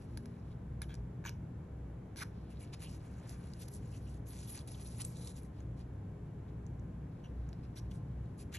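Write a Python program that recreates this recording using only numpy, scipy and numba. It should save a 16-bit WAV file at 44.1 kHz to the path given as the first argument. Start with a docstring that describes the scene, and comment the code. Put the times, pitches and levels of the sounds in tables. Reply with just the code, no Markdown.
"""A metal watch on a woven band, turned over in the hands close to a phone's microphone in a small room.
Fingers slide over the weave and its threads catch and hiss; the band's metal end scrapes in stick-slip
and ticks, the buckle clicks. Table top and near walls add a short tail.
Ventilation rumbles and hums steadily behind; two microphone ports hear it all a little apart."""
import sys
import numpy as np
from scipy import signal
from scipy.fft import rfft, irfft
from scipy.io import wavfile
from numba import njit

SR = 44100
rng = np.random.default_rng(int(sys.argv[2]) if len(sys.argv) > 2 else 0)


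def to_wav(sig):
    """Store sig (one row per channel, or 1-D mono) as 16-bit WAV at the path in sys.argv[1].

    Samples outside -1..1 are clipped; the rate is SR.
    """
    pcm = np.clip(np.atleast_2d(sig), -1, 1) * 32767
    pcm = np.round(pcm).astype(np.int16)
    wavfile.write(sys.argv[1], SR, pcm.T)  # frames by channels


N = 378378
T = np.arange(N) / SR
FREQS = np.maximum(np.fft.rfftfreq(N, 1 / SR), 1)
# spectrum of skin on the weave, close up [f/Hz, level/dB]
WEAVE_SPECTRUM = [(2500, -24.5), (4000, -6.5), (5000, -7), (5800, -1.5), (7000, -1.5), (8500, 2),
                  (9600, -2), (10300, 6), (11100, 2.5), (11600, -7.5), (12300, -22), (13000, -45)]


def webbing(grip_s=0.024, release_s=0.041, ahead_db=-14, ahead_hz=4700):
    """Threads catch on skin and hiss over a duller rub. Gives sound at the hands and from straight ahead."""
    # the band slides through the fingers [start/s, length/s, relative level/dB, rub share/dB]
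    slides = [(0, 0.31, -83.5, 3.5), (0.293, 0.25, -85, 5), (2.308, .2, -88.5, 10.5),
              (2.496, .3, -82.5, 7.5), (4.6, .07, -77, 1), (2.869, 0.098, -61, -3.5),
              (2.983, 1.2, -72.5, -2.5), (3.453, .17, -75.5, -1), (3.705, 0.077, -58.5, -18),
              (4.254, 0.362, -59.5, -7.5), (4.662, 0.38, -60, -8.5), (5.032, 0.29, -61, -9.5),
              (5.319, 0.15, -69, -14), (7.895, 0.083, -70.5, -8), (7.1, 1.27, -92.5, 8.5)]
    # a fingertip brushes the weave once [crest/s, length/s, level/dB, rub share/dB]
    brushes = [(0.022, 0.11, -73, -8), (2.516, 0.066, -72, 1), (2.624, 0.089, -61, -5),
               (2.738, 0.037, -59, 3.5), (2.837, 0.11, -57, -2.5), (3.053, 0.054, -70, -10),
               (3.306, 0.13, -60.5, -8), (3.457, 0.069, -70, -6), (3.619, 0.076, -56.5, -7),
               (3.685, 0.018, -54.5, -10), (3.958, 0.1, -63.5, -12), (4.504, 0.11, -60, -9),
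               (4.567, 0.098, -55.5, -3.5), (4.886, 0.26, -75, -2.5), (4.685, 0.027, -57, -8.5),
               (5.01, 0.048, -50.5, -8), (5.049, .02, -54, -8), (5.276, 0.099, -57, -21),
               (5.379, 0.08, -61, -9), (5.585, 0.15, -79, 4), (5.799, 0.091, -74.5, 4.5),
               (6.491, 0.042, -81.5, 7), (7.644, 0.051, -79.5, 11.5), (8.408, 0.083, -61, -6),
               (8.528, 0.027, -65, 4)]
    # spectrum of the pressed band's rub [f/Hz, level/dB]
    rub_spectrum = [(400, -15), (900, 1.5), (1700, -3.5), (2500, 2), (3800, -1), (5000, 1.5), (8000, -28)]
    pace = undb(-1 + 0.1 * walk(rate=18))  # the hand never pulls evenly
    moves = [(undb(db) * pace * drag(start, length + release_s / 2, grip_s, release_s), rub_db)
             for start, length, db, rub_db in slides]
    moves += [(undb(db) * touch(crest, length), rub_db) for crest, length, db, rub_db in brushes]
    hiss_speed = np.sqrt(sum(speed ** 2 for speed, _ in moves))
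    rub_speed = np.sqrt(sum((speed * undb(rub_db)) ** 2 for speed, rub_db in moves))
    threads = catches(rate=6000, scatter_db=1.5) + undb(-5.5) * catches(rate=380, scatter_db=0)
    hiss = hiss_speed * unit(unit(colour(threads, WEAVE_SPECTRUM)) + undb(-5) * plucks())
    rub = rub_speed * unit(colour(catches(rate=4000, scatter_db=2), rub_spectrum))
    narrow_hiss = glide(catches(rate=2600, scatter_db=2.5), ahead_hz, width_hz=2600)
    ahead = undb(ahead_db) * hiss_speed * unit(narrow_hiss)
    scratch = shifting_contact(hiss + rub)
    return np.array([scratch, ahead]) * undb(1.5 * walk(rate=90))  # the ribs grip unevenly


def plucks(width_hz=330, count=14, snags_per_s=13):
    """Single threads snag and spring free, each ringing for a few milliseconds at its own pitch."""
    pitches_hz = np.linspace(3000, 11400, count)
    snags = rng.random((count, N)) < snags_per_s / SR
    rings = sum(resonate(1. 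* snag, hz, width_hz) for snag, hz in zip(snags, pitches_hz))
    return unit(colour(rings, WEAVE_SPECTRUM))


def shifting_contact(x, depth_db=2.6, count=7):
    """As the contact patch moves, each part of the treble swells and fades by itself."""
    spectrum, centres_hz = rfft(x), np.linspace(2000, 12000, count)
    bands = (irfft(spectrum * np.interp(FREQS, centres_hz, share), N) for share in np.eye(count))
    return sum(band * undb(depth_db * walk(rate=35)) for band in bands)


def swishes(width_hz=750, octaves_per_s=-0.91):
    """A quick skid sings high in the weave and sinks as the finger slows."""
    # skin skids over the ribs [crest/s, length/s, level/dB, f/Hz]
    skids = [(2.834, .06, -62, 11000), (3.31, .07, -67, 11000), (3.622, 0.035, -60, 11000),
             (3.738, 0.1, -64, 11000), (4.308, 0.11, -60, 10960), (4.512, 0.11, -50.5, 10900),
             (5.076, 0.091, -64, 11500), (5.254, .07, -75, 10900), (7.779, 0.034, -59.5, 10500),
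             (8.412, 0.055, -65, 10400)]
    slips = catches(rate=5900, scatter_db=1)
    out = np.zeros(N)
    for crest, length, db, hz in skids:
        swish = glide(slips, hz, width_hz, crest, length, octaves_per_s * length)
        out += undb(db) * touch(crest, length) * unit(swish)
    return out


def grazes():
    """Light friction wakes one damped resonance at a time; some glide as the contact moves."""
    # a finger grazes buckle, lug or taut band [crest/s, length/s, level/dB, f/Hz, width/Hz, glide/octaves]
    contacts = [(1.262, .022, -51.5, 1010, 600, 0.084), (1.282, 0.033, -51, 3000, 1000, -.55),
                (2.22, 0.045, -44, 1540, 750, -.75), (2.517, .038, -71, 2590, 760, 0),
                (2.625, 0.079, -67, 2400, 760, 0), (2.86, 0.084, -61.5, 2850, 760, 0),
                (3.265, 0.98, -71.5, 1350, 900, 0), (3.26, .26, -61.5, 610, 700, 0),
                (3.947, 0.078, -68, 2800, 760, 0), (4.076, .037, -68.5, 2880, 760, 0),
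                (4.485, 0.046, -66, 3400, 1200, 0), (4.61, 0.015, -63, 3400, 500, 0),
                (4.748, .026, -60.5, 3400, 900, -0.36), (4.861, .018, -63, 3800, 450, 0),
                (5.01, .016, -54, 3500, 1500, 0), (5.164, .027, -64.5, 3800, 500, 0),
                (5.26, 0.22, -66.5, 3940, 760, 0), (5.25, .3, -75, 860, 500, 0),
                (7.777, .024, -58.5, 3840, 700, 0), (7.917, 0.022, -64.5, 3100, 1100, 0),
                (8.551, 0.03, -49, 2100, 700, 0.22), (8.558, 0.065, -55, 2800, 760, 0)]
    slips = catches(rate=7000, scatter_db=-1)
    out = np.zeros(N)
    for crest, length, db, hz, width, octaves in contacts:
        speed = touch(crest, length)
        ring = glide(speed * slips, hz, width, crest, length, octaves)
        out += undb(db) * ring * np.linalg.norm(speed) / np.linalg.norm(ring)
    return out


def scrapes(squeak_q=11, judder_db=1.5, light_touch_db=-5):
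    """The metal end sticks and slips: grit and squeak grow with pressure, a firm press rings its body."""
    # strokes of the metal end [start/s, length/s, hardest press/share of length, grit/dB, ring/dB,
    # squeak f/Hz, squeak relative level/dB, glide/octaves, overtone/dB]
    strokes = [(0.816, 0.031, 0.03, -60, -54, 3400, -57.5, -0.36, -7),
               (0.88, 0.071, 0.46, -84, -60.5, 3200, -65.5, -0.031, -21),
               (1.241, 0.054, 0.5, -63, -49.5, 6130, -54, -.3, -8),
               (2.161, 0.0765, 0.92, -48, -49.5, 5360, -48, -0.036, 13),
               (7.233, 0.043, 0.16, -78, -68, 2830, -61, 0.034, -10),
               (7.754, 0.047, 0.4, -54.5, -66, 5430, -61, 0.036, -4),
               (7.905, 0.017, 0.6, -61, -68, 3200, -70, 0, -14),
               (8.533, 0.029, 0.65, -46, -54.5, 6550, -50.5, 0.21, -14),
               (8.56, .012, 0.46, -50, -55, 6300, -53, 0, -14)]
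    # spectrum of the grit [f/Hz, level/dB]
    grit_spectrum = [(1200, -8.5), (2500, -1.5), (4500, 1.5), (6200, 0.5), (7000, -13), (7900, 2),
                     (9700, -13), (10600, 0), (11400, 4), (12000, -20), (13000, -35)]
    slips = rasp() * catches(rate=11000, scatter_db=-0.5) * undb(judder_db * walk(rate=770))
    grit, ring = colour(slips, grit_spectrum), metal_body(slips)
    out = np.zeros(N)
    for start, length, hardest, grit_db, ring_db, hz, squeak_db, octaves, overtone_db in strokes:
        press = stroke(start, length, hardest)
        bite = drag(start, length, attack_s=0.0094, release_s=0.0016)
        friction = bite * undb(light_touch_db * (1.5 - press))
        width, middle = 2 * hz / squeak_q, start + length / 2
        squeak = glide(slips, hz, width, middle, length, octaves)
        squeak += undb(overtone_db) * glide(slips, 2 * hz, width, middle, length, octaves)
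        layers = (grit, friction, grit_db), (ring, press ** 0.76, ring_db), (squeak, friction, squeak_db - 1)
        for sound, drive, db in layers:
            out += undb(db) * drive * sound * np.linalg.norm(drive) / np.linalg.norm(drive * sound)
    return out


def rasp(slip_hz=169.5, jitter=0.18, fade_cycles=0.47):
    """Uneven stick-slip cycle of the metal edge: each release starts sharply and fades to a floor."""
    phase = np.cumsum(slip_hz * (1 + jitter * walk(rate=110))) / SR % 1
    return unit(undb(2) + np.exp(-phase / fade_cycles))


def ticks(contact_s=0.00035, chatter_db=-15, chatter_s=0.0045, width_hz=2100, push_s=0.000089, size=2048):
    """A very short metal contact snaps brightly, chatters briefly and knocks the body."""
    # metal end and buckle strike [t/s, snap before colouring/dB, ring/dB, snap f/Hz, broad crack share/dB]
    strikes = [(.174, -42, -48.5, 10700, -10.5), (.2575, -54.5, -57.5, 10800, -12),
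               (0.8186, -37, -47, 10900, -21.5), (0.942, -49, -58, 7900, 12), (.9522, -53, -68, 7940, -5),
               (1.2414, -70, -52, 6500, -12), (1.2527, -60, -42.5, 7000, -10),
               (1.2615, -53, -48, 6200, -18), (1.2697, -49, -60, 6050, -20), (1.2935, -40, -48, 12100, -5),
               (2.1604, -54, -54, 10700, -15), (2.6083, -55, -74, 11300, -20),
               (2.7365, -66, -66, 10500, -6), (2.805, -58, -66, 8500, -5), (3.294, -49, -74, 10800, -4),
               (3.536, -51, -78, 9500, -5), (3.683, -45, -69, 11900, -33), (4.3065, -50, -76, 12000, -21),
               (4.333, -55.5, -66, 6500, -5), (4.434, -59, -74, 7000, -10), (4.568, -55, -66, 6500, -6),
               (4.576, -50, -68, 6300, -6), (4.591, -53, -64, 4200, -6), (4.6755, -46.5, -61, 10500, -20),
               (4.718, -47, -77, 10600, -20), (5.0176, -36, -68, 8050, -13), (5.034, -68, -80, 6600, -20),
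               (5.0495, -34, -74, 8670, -26), (5.274, -47.5, -75, 8460, 3), (5.4327, -55, -84, 9900, -18),
               (5.605, -62, -63, 7000, -5), (6.6659, -61.5, -82, 6800, -13), (6.796, -69.5, -84, 6960, -16),
               (7.49, -59.5, -62, 6270, -6), (7.53, -57, -61, 4340, 3)]
    # colouring of the snaps [f/Hz, gain/dB]
    snap_spectrum = [(1000, -22), (3000, -2.5), (5000, 7.5), (8000, -0.5), (11000, -0.5), (12200, -21),
                     (14000, -28)]
    t = np.arange(size) / SR
    snaps, knocks = np.zeros((2, N + size))
    span = np.sqrt(0.002 * SR)  # levels count as energy spread over 2 ms
    knock = metal_body(t * np.exp(-t / push_s))  # the fingers cushion the push
    force = np.exp(-t / contact_s) + undb(chatter_db) * np.exp(-t / chatter_s)
    for start, snap_db, ring_db, hz, crack_db in strikes:
        contact = rng.standard_normal(size) * force
        snap = resonate(resonate(contact, hz, width_hz), hz, width_hz) + undb(crack_db) * contact
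        i = int(start * SR)
        snaps[i:i + size] += undb(snap_db) * span * snap / np.linalg.norm(snap)
        knocks[i:i + size] += undb(ring_db) * span * knock / np.linalg.norm(knock)
    return colour(snaps[:N], snap_spectrum) + knocks[:N]


def metal_body(x):
    """The metal end rings briefly, damped by the fingers."""
    # its resonances [f/Hz, width/Hz, level/dB]
    modes = [(952, 56, 3), (1260, 150, -9), (1620, 195, 11), (2220, 290, 6), (3050, 120, -22),
             (3660, 250, -10)]
    return sum(undb(db) * resonate(x, hz, width) for hz, width, db in modes)


def room(x, wet_db=-15, t60_s=0.26, gap_s=0.002, apart=0.07, size=16384):
    """Table top and near walls give a short diffuse tail, slightly different at each port."""
    t = np.arange(size) / SR
    mid, side = rng.standard_normal((2, size)) * undb(-60 * t / t60_s) * (t > gap_s)
    tail = np.array([mid + apart * side, mid - apart * side])
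    tail /= np.linalg.norm(tail, axis=1, keepdims=True)
    return undb(wet_db) * signal.fftconvolve(x[None], tail, axes=1)[:, :N]


def ports(x):
    """Sound from the hands reaches the two microphone ports out of step."""
    # lead of the left port [f/Hz, phase/rad]
    left_lead = [(100, 4), (1500, -1.2), (2840, 1.17), (4050, 1), (4820, 3.2), (5500, 5.6), (7580, 8.15),
                 (8950, 9.4), (11000, 11.2), (12400, 12.3)]
    turn = np.exp(0.5j * on_freqs(left_lead))
    return irfft(rfft(x) * np.array([turn, 1 / turn]), N)


def ventilation():
    """Moving air and wavering motor tones behind the hands; the lows are alike at both ports."""
    # motor tones [f/Hz, level/dB, waver/dB]
    tones = [(61.4, -56, 4.5), (98.9, -57.5, 4), (119.2, -54, 3.5), (230.4, -67, 6), (335.4, -71.5, 4),
             (409.3, -70.5, 4.5), (486.6, -74.5, 3), (1046, -81, 2), (1530, -88.5, 1), (1583, -91.5, 4.5),
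             (1750, -93, 5), (2255, -90.5, 2)]
    # swells of the lowest tone [crest/s, length/s, level/dB]
    hum_swells = [(.85, 0.49, -52), (1.3, 0.55, -50), (1.88, 0.3, -48), (4.123, 0.32, -46),
                  (5.75, 0.29, -47.5), (6.948, 0.47, -49.5), (7.402, 0.3, -50), (8.168, 0.37, -46.5)]
    # stereo width of the room's air [f/Hz, side relative to mid/dB]
    air_width = [(30, -36), (65, -33.5), (130, -30), (200, -27.5), (300, -11), (500, -4.5), (800, 0),
                 (1300, -4.5), (2500, -6), (5000, -0.5), (12000, 1.5)]
    mid = duct_air()
    for hz, db, waver_db in tones:
        waver = undb(waver_db * walk(rate=7))
        phase = 2 * np.pi * hz * T + 0.3 * waver_db * walk(rate=5)
        mid += undb(db) * unit(waver * np.sin(phase))
    swells = sum(undb(db) * touch(crest, length) for crest, length, db in hum_swells)
    mid += swells * unit(np.sin(2 * np.pi * tones[0][0] * T + walk(rate=9)))
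    # low mids come from the left
    lean = undb(4) * on_freqs([(100, 0.008), (170, 0.031), (280, 0.098), (500, 0.14), (900, 0.0054)])
    side = irfft(rfft(duct_air()) * undb(on_freqs(air_width)) + rfft(mid) * lean, N)
    return rumble_drift(np.array([mid + side, mid - side]))


def duct_air(rumble_db=-47, hiss_db=-66.5):
    """Air in the duct: a low rumble under a faint hiss."""
    # spectra of rumble and hiss [f/Hz, level/dB]
    rumble_spectrum = [(20, -26.5), (33, -9), (50, -13.5), (62, 3), (72, -2.5), (84, -5.5), (100, -3.5),
                       (135, -2.5), (185, -4.5), (213, -12.5), (280, -12.5), (370, -19.5), (455, -21.5),
                       (700, -34)]
    hiss_spectrum = [(500, 3), (800, 1.5), (1200, -5), (1700, -7.5), (2500, -15.5), (3600, -21.5),
                     (4900, -27.5), (6000, -26.5), (8000, -27), (9100, -59.5), (10000, -26.5), (11000, -26),
                     (12800, -40.5)]
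    rumble = unit(colour(rng.standard_normal(N), rumble_spectrum))
    hiss = unit(colour(rng.standard_normal(N), hiss_spectrum))
    return undb(rumble_db) * rumble + undb(hiss_db) * hiss


def rumble_drift(x, wander_db=0.36, split_hz=260):
    """The lows rise and sink slowly under the steady hiss."""
    # course of the lows [t/s, gain/dB]
    course = [(0, 1), (1.3, 0.8), (2.2, -1.9), (3.3, -0.2), (4.7, -0.3), (6.2, 0), (6.8, 1.8), (8.5, 0.5)]
    low = irfft(rfft(x) / (1 + (FREQS / split_hz) ** 8), N)
    gain = undb(np.interp(T, *np.transpose(course)) + wander_db * walk(rate=4.2))
    return x + (gain - 1) * low


def catches(rate, scatter_db):
    """Tiny slips at random moments, rate a second; scatter_db spreads their sizes."""
    happens = rng.random(N) < rate / SR
    slips = happens * rng.standard_normal(N)
    return unit(slips * undb(scatter_db * np.minimum(rng.exponential(size=N), 4)))


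def stroke(start, length, rise_share):
    """One short movement: it swells to a crest and dies away."""
    first, last = np.searchsorted(T, [start, start + length])
    speed = np.zeros(N)
    moments = start + length * np.array([0, np.clip(rise_share, 0, 1), 1])
    from_crest = np.interp(T[first:last], moments, [1, 0, 1])
    speed[first:last] = (1 - from_crest ** 2) ** 2
    return speed


def touch(crest, length, rise_share=0.49):
    """A nearly symmetric stroke, timed by its crest."""
    return stroke(crest - rise_share * length, length, rise_share)


def drag(start, length, attack_s, release_s):
    """Speed of a sustained movement: attack, hold, release."""
    return np.clip(np.minimum((T - start) / attack_s, (start + length - T) / release_s), 0, 1)


def walk(rate):
    """Random wander with rms 1 and rate turning points a second."""
    knots = np.arange(0, N / SR + 1, 1 / rate)
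    values = np.random.default_rng(rng.integers(1 << 30)).standard_normal(len(knots))
    return unit(np.interp(T, knots, values))


def resonate(x, hz, width_hz):
    """One resonance, gain 1 at its centre."""
    return signal.lfilter(*signal.iirpeak(min(hz, SR / 2 - 1), hz / width_hz, fs=SR), x)


def glide(x, hz, width_hz, middle=0, length=1, octaves=0):
    """Two resonances in series slide through hz in the middle of a movement; still by default."""
    progress = np.clip((T - middle) / length, -0.5, 0.5)
    centre = np.minimum(hz * 2 ** (octaves * progress), 0.45 * SR)
    return sweep(sweep(x, centre, float(width_hz)), centre, float(width_hz))


@njit
def sweep(x, hz, width_hz):
    """State-variable resonance whose centre moves, gain 1 at the centre."""
    y, band_state, low_state = np.zeros(len(x)), 0., 0.
    for i in range(len(x)):
        if x[i] == 0 and abs(band_state) + abs(low_state) < 1e-12:
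            continue
        g = np.tan(np.pi * hz[i] / SR)
        damping = np.pi * width_hz / SR * (1 + g * g) / g
        band = (band_state + g * (x[i] - low_state)) / (1 + g * (g + damping))
        band_state = 2 * band - band_state
        low_state += 2 * g * band
        y[i] = damping * band
    return y


def colour(x, points):
    """Minimum-phase filter through (Hz, dB) points, falling 20 dB an octave past both ends."""
    octaves_below = np.maximum(np.log2(points[0][0] / FREQS), 0)
    octaves_above = np.maximum(np.log2(FREQS / points[-1][0]), 0)
    gain = undb(on_freqs(points) - 20 * (octaves_below + octaves_above))
    cepstrum = irfft(np.log(gain), N)
    cepstrum[1:N // 2] *= 2
    cepstrum[N // 2 + 1:] = 0
    return irfft(rfft(x) * np.exp(rfft(cepstrum)), N)


def on_freqs(points):
    """Join (Hz, value) points on a log-frequency axis."""
    hz, value = np.transpose(points)
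    return np.interp(np.log(FREQS), np.log(hz), value)


def undb(db):
    """Decibels to gain."""
    return 10 ** (np.asarray(db) / 20)


def unit(x):
    """Scale to rms 1."""
    return x / np.sqrt(np.mean(x ** 2))


def scene():
    """Hands close up, ventilation behind; a little band and metal sounds straight ahead of both ports."""
    weave, weave_ahead = webbing()
    metal = scrapes() + ticks()
    hands = weave + swishes() + grazes() + metal
    ahead = weave_ahead + undb(-10) * resonate(metal, hz=4750, width_hz=900)
    return ports(hands + room(hands)) + ahead + ventilation()


def record(dry, top_hz=13652):
    """The phone cuts the top steeply."""
    return signal.sosfilt(signal.ellip(8, 0.2, 70, top_hz, fs=SR, output="sos"), dry)


dry = scene()
out = record(dry)
to_wav(out)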